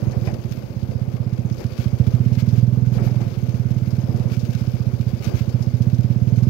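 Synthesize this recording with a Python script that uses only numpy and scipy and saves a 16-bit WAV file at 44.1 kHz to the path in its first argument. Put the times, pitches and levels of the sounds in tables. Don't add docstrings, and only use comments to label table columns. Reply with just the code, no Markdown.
import sys
import numpy as np
from scipy import signal
from scipy.fft import rfft, irfft
from scipy.io import wavfile

SR = 44100
rng = np.random.default_rng(int(sys.argv[2]) if len(sys.argv) > 2 else 0)


def log_audio(samples):
    frames = np.atleast_2d(samples).T
    limited = np.clip(frames, -1, 1)
    pcm = np.round(limited * 32767).astype(np.int16)
    wavfile.write(sys.argv[1], SR, pcm)


N = 286209
TIME = np.arange(N) / SR

# time in seconds, firings per second.
ENGINE_SPEED = [(0.0, 22.73), (0.3, 17.59), (0.46, 15.8), (1.52, 16.18), (1.58, 14.14), (2.08, 14.2),
                (2.3, 18.18), (2.7, 20.78), (3.14, 20.42), (3.4, 17.61), (4.06, 18.6), (4.68, 15.72),
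                (5.42, 14.24), (5.6, 16.18), (5.72, 14.33), (6.04, 18.14), (6.1, 16.55), (6.49, 21.7)]
# time in seconds, relative boom level in dB.
HEAVY_FIRINGS = [(.07, -6), (.16, -8), (.27, -13), (.82, -11), (.95, -10), (2.0, -27), (5.33, -12)]
# frequency in Hz, gain in dB.
PLANT_TONE = [(400, -10), (1000, -5.5), (1500, 2.5), (1850, -5), (2300, 2.5), (3000, -1), (4000, -2.5),
              (4800, -2.5), (5600, -3), (6400, -6), (7500, -12.5), (8800, -20), (11500, -11.5),
              (15500, -14)]
# peak time in seconds, half-width in seconds, relative level in dB.
BRANCHES = [(.27, 0.019, -44.5), (.52, 0.013, -47.5), (1.6, .02, -56), (1.815, 0.038, -42.5),
            (2.403, 0.011, -37), (2.58, 0.022, -44), (2.95, .016, -43), (3.07, 0.015, -44),
            (3.22, 0.013, -47), (4.34, 0.016, -41.5), (4.46, 0.014, -46), (4.6, 0.015, -48.5),
            (5.254, 0.025, -38.5), (5.38, 0.024, -41)]


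def from_db(db):
    return 10 ** (np.asarray(db) / 20)


def unit_power(x):
    return x / np.sqrt(np.mean(x ** 2) + 1e-20)


def curve(rows):
    return np.interp(TIME, *np.transpose(rows))


def drift(rate_hz):
    pole = np.exp(-80 * np.pi * rate_hz / SR)
    slow = signal.lfilter([1], [1, -2 * pole, pole * pole], rng.standard_normal(N // 40 + 2002))[2000:]
    return np.interp(np.arange(N) / 40, np.arange(len(slow)), unit_power(slow))


def tone_gains(tone, size):
    hz, db = np.transpose(tone)
    bins = np.maximum(np.arange(size // 2 + 1) * SR / size, 1)
    return from_db(np.interp(np.log(bins), np.log(hz), db))


def click_response(tone, size=4096):
    cepstrum = irfft(np.log(tone_gains(tone, size)))
    cepstrum[1:size // 2] *= 2
    cepstrum[size // 2 + 1:] = 0
    return irfft(np.exp(rfft(cepstrum)))


def colour(x, tone):
    return signal.fftconvolve(x, click_response(tone))[:N]


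def ring(clicks, hz, t60):
    decay, angle = from_db(-60 / (t60 * SR)), 2 * np.pi * hz / SR
    return signal.lfilter([0, np.sin(angle)], [1, -2 * decay * np.cos(angle), decay ** 2], clicks + 1e-18)


def fade(clicks, t60):
    return signal.lfilter([1], [1, -from_db(-60 / (t60 * SR))], clicks + 1e-18)


def clicks_at(rows):
    seconds, db = np.transpose(rows)
    return np.bincount(np.clip(seconds * SR, 0, N - 1).astype(int), from_db(db), N)


def grains(per_s, spread_db):
    sizes = from_db(spread_db * np.minimum(rng.exponential(1, N), 4))
    return unit_power(sizes * rng.choice([-1, 1], N) * (rng.random(N) < per_s / SR))


def swells(rows, stretch=1):
    return sum(from_db(db) * np.exp(-np.minimum(((TIME - peak) / (stretch * width)) ** 2, 40))
               for peak, width, db in rows)


def firings(scatter_db, heavy_db):
    # time in seconds, firing strength in dB.
    throttle = [(0.0, -2), (0.45, -7), (1.3, -2.5), (1.86, -1), (2.05, 3), (2.6, 2), (3.3, -2.5),
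                (3.8, -.5), (4.25, -2), (5.0, -1.2), (5.65, -0.5), (5.88, 3), (6.15, .5), (6.49, 4)]
    # time in seconds, change of strength in dB.
    misfires = [(.02, -1.5), (.11, -6.5), (.385, -5), (.57, -4.5), (.64, -7), (.70, -5), (1.58, -13.5),
                (1.715, -9.5), (3.31, -7.5), (5.2, -8)]
    cycles = np.cumsum(curve(ENGINE_SPEED)) / SR
    at = np.flatnonzero(np.diff(np.floor(cycles + .5)))
    db = curve(throttle)[at] + scatter_db * rng.standard_normal(N)[at]
    for when, change_db in misfires:
        db[np.argmin(abs(at / SR - when))] += change_db
    for when, _ in HEAVY_FIRINGS:
        db[np.argmin(abs(at / SR - when))] += heavy_db
    return clicks_at(np.transpose([at / SR, db]))


def exhaust(fired, scatter_db, sway_db, left_lead_s):
    # pitch in Hz, level in dB, ring time in seconds,
    # left level minus right level in dB.
    notes = [(89.4, -14, 0.12, -11), (121.6, -3.5, 0.14, -17.5), (205.9, -5, 0.033, -14),
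             (246.9, -15, 0.099, -11), (250.9, -29, 0.31, -2)]
    left, right = np.zeros((2, N))
    for k, (hz, db, t60, left_db) in enumerate(notes):
        pushes = fired * from_db(db + scatter_db * rng.standard_normal(N))
        note = (-1) ** k * ring(pushes, hz, t60)
        left += from_db(left_db + sway_db * drift(7.8)) * note
        right += note
    soften = signal.butter(2, 700, fs=SR, output="sos")
    return signal.sosfilt(soften, [np.interp(TIME + left_lead_s, TIME, left), right])


def boom(fired, usual_db, db_per_speed, left_db):
    at = np.flatnonzero(fired)
    speed = curve(ENGINE_SPEED)
    pushes = fired * from_db(usual_db + db_per_speed * (speed - speed.mean()))
    for when, db in HEAVY_FIRINGS:
        pushes[at[np.argmin(abs(at / SR - when))]] += from_db(db)
    bass_band = signal.butter(2, [55, 120], "band", fs=SR, output="sos")
    deep = signal.sosfilt(bass_band, ring(pushes, hz=79.5, t60=.05))
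    return np.array([from_db(left_db) * deep, deep])


def chuff(fired, level_db, rise_s, t60):
    # frequency in Hz, gain in dB.
    gas_tone = [(40, -45), (150, -16.5), (350, 15), (600, 2.5), (1000, -20), (2200, -10), (4000, -14),
                (9000, -69)]
    flow = fade(fade(fired, rise_s), t60)
    return from_db(level_db) * unit_power(flow * colour(rng.standard_normal(N), gas_tone))


def ground_db(smooth_track_db=-43.5):
    # peak time in seconds, half-width in seconds, relative level in dB.
    ruts = [(.08, 0.11, -38), (.3, 0.085, -38.5), (.92, 0.034, -42.5), (1.61, 0.023, -37.5),
            (2.05, 0.34, -46.5), (2.54, 0.034, -42), (2.99, 0.079, -35.5), (3.22, 0.084, -40),
            (4.17, 0.16, -40), (5.3, 0.065, -39)]
    return 20 * np.log10(np.hypot(from_db(smooth_track_db), swells(ruts)))


def tyre_rumble(gain_db, lumpy_db):
    # frequency in Hz, gain in dB.
    rumble_tone = [(20, -30), (60, 6.5), (130, -6), (230, 4), (275, -6), (340, 1.5), (420, -2.5), (520, -1),
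                   (650, -7.5), (950, -15.5), (1450, -24), (1900, -24.5), (4000, -44.5)]
    contacts = grains(per_s=3000, spread_db=2.0) * from_db(lumpy_db * drift(11.0))
    return from_db(ground_db() + gain_db) * unit_power(colour(contacts, rumble_tone))


def plants_db():
    # time in seconds, relative level in dB.
    grass = [(0.0, -53), (1.2, -56.5), (2.2, -51.5), (2.8, -56), (3.3, -51.5), (3.9, -53.5), (4.5, -50.5),
             (5.1, -52.5), (5.75, -52.5), (6.2, -55.5), (6.49, -54)]
    leaves = from_db(-6.5) * swells(BRANCHES, stretch=2.02)
    return 20 * np.log10(np.hypot(from_db(curve(grass)), leaves))


def grass_hiss(gain_db, crackle_db, clump_db):
    rub = rng.standard_normal(N) + from_db(crackle_db) * grains(per_s=610, spread_db=2.5)
    catches = unit_power(fade(grains(per_s=130, spread_db=1.5) ** 2, t60=0.043))
    clumps = from_db(clump_db * catches.clip(0, 4))
    return from_db(plants_db() + gain_db) * unit_power(colour(rub * clumps, PLANT_TONE))


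def leaf_fizz(level_db, follow, uneven_db):
    pressure_db = plants_db()
    rub = rng.standard_normal(N) + grains(per_s=250, spread_db=0.5)
    thin = signal.sosfilt(signal.butter(4, 11500, "high", fs=SR, output="sos"), rub)
    change_db = follow * (pressure_db - pressure_db.mean()) + uneven_db * drift(8.7)
    return from_db(level_db + change_db) * unit_power(thin)


def metal_rattle(level_db, uneven_db, follow_plants, follow_ground):
    # pitch in Hz, relative level in dB, ring time in seconds.
    fittings = [(1183, 2, 0.022), (1453, 2.5, 0.022), (2157, 1.5, 0.02), (2446, -2, 0.011),
                (2950, -8.5, 0.012), (4660, -1, 0.054), (5060, 2.5, 0.008), (6350, 0.5, 0.013)]
    shake_db = follow_plants * plants_db() + follow_ground * ground_db()
    jingle = np.zeros(N)
    for hz, db, t60 in fittings:
        strength = from_db(db + uneven_db * drift(3.2))
        jingle += strength * unit_power(ring(grains(per_s=140, spread_db=2.0), hz, t60))
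    return from_db(level_db + shake_db - shake_db.mean()) * unit_power(jingle)


def blows(rows, tone, gain_db, t60):
    chatter = rng.standard_normal(N) * fade(clicks_at(rows), t60)
    return from_db(gain_db) * colour(chatter, tone) / np.linalg.norm(click_response(tone))


def twig_snaps(gain_db, t60):
    # start in seconds, relative level in dB.
    strikes = [(0.118, -48), (1.5263, -53), (1.5808, -47), (1.6013, -48), (1.6631, -50), (2.3296, -47),
               (2.4877, -44.5), (2.9287, -66), (3.5563, -51), (3.906, -46.5), (4.1599, -48.5),
               (4.3939, -43), (4.504, -47), (5.243, -38.5), (5.4924, -45), (5.624, -44), (5.8207, -44.5),
               (5.944, -48), (6.4307, -45.5)]
    # frequency in Hz, gain in dB.
    snap_tone = [(500, -26), (2300, -1), (3800, 2), (5000, 9.5), (6400, 3.5), (8500, -11), (12000, -4),
                 (15500, -17)]
    return blows(strikes, snap_tone, gain_db, t60)


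def panel_knocks(gain_db, t60):
    # start in seconds, relative level in dB.
    bumps = [(0.126, -35.5), (0.273, -26.5), (1.606, -33.5), (2.98, -30), (3.019, -38), (3.073, -33),
             (3.203, -36), (5.244, -37)]
    # frequency in Hz, gain in dB.
    panel_tone = [(120, -58), (350, 1), (750, 11.5), (1100, -1.5), (2400, -0.5), (4000, -30), (9000, -37)]
    return blows(bumps, panel_tone, gain_db, t60)


def branch_swishes(gain_db):
    rub = colour(grains(per_s=4300, spread_db=1.5), PLANT_TONE)
    return from_db(gain_db) * swells(BRANCHES) * unit_power(rub)


def squeaks(gain_db, hz, t60):
    # peak time in seconds, half-width in seconds, relative level in dB.
    rubs = [(0.549, 0.061, -51), (1.595, 0.023, -52), (3.06, .02, -49), (3.89, 0.031, -52),
            (4.11, 0.041, -54), (4.73, 0.037, -54)]
    return from_db(gain_db) * swells(rubs) * unit_power(ring(rng.standard_normal(N), hz, t60))


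def two_mics(source, alike, lag_s=.00025):
    # frequency in Hz, gain compared with the left in dB.
    covered_tone = [(60, 5.5), (250, 1), (500, -7.5), (1000, -9), (1500, -15), (2300, -25.5), (3200, -18),
                    (3900, -24.5), (4550, -10), (5600, -30), (6400, -27), (8800, -23), (15000, -27)]
    left = source()
    right = np.sqrt(alike) * np.roll(left, round(lag_s * SR)) + np.sqrt(1 - alike) * source()
    return np.array([left, irfft(rfft(right) * tone_gains(covered_tone, N), N)])


def scene():
    fired = firings(scatter_db=0.32, heavy_db=1.5)
    engine = exhaust(fired, scatter_db=1.04, sway_db=2.5, left_lead_s=0.00014)
    engine += boom(fired, usual_db=-27, db_per_speed=-6.5, left_db=-17)
    engine += two_mics(lambda: chuff(fired, level_db=-48.5, rise_s=0.055, t60=0.11), alike=0.25)
    ground = two_mics(lambda: tyre_rumble(gain_db=8.0, lumpy_db=-0.57), alike=0.17)
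    ground += two_mics(lambda: panel_knocks(gain_db=-1.5, t60=0.17), alike=0.18)
    plants = two_mics(lambda: grass_hiss(gain_db=5.5, crackle_db=-6, clump_db=4.0)
                      + branch_swishes(gain_db=0.5), alike=.05)
    plants += two_mics(lambda: leaf_fizz(level_db=-58.5, follow=.4, uneven_db=1.4), alike=.05)
    plants += two_mics(lambda: twig_snaps(gain_db=5.5, t60=0.099), alike=.05)
    metal = two_mics(lambda: metal_rattle(level_db=-51.0, uneven_db=3.0, follow_plants=0.87,
                                          follow_ground=0.28), alike=0.11)
    metal += two_mics(lambda: squeaks(gain_db=-4.0, hz=12100, t60=0.0098), alike=.1)
    return engine + ground + plants + metal


def record(dry):
    low_cut_hz, high_cut_hz = 74, 15750
    lean = signal.sosfilt(signal.butter(1, low_cut_hz, "high", fs=SR, output="sos"), dry)
    return signal.sosfilt(signal.ellip(12, .1, 80, high_cut_hz, fs=SR, output="sos"), lean)


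dry = scene()
out = record(dry)
log_audio(out)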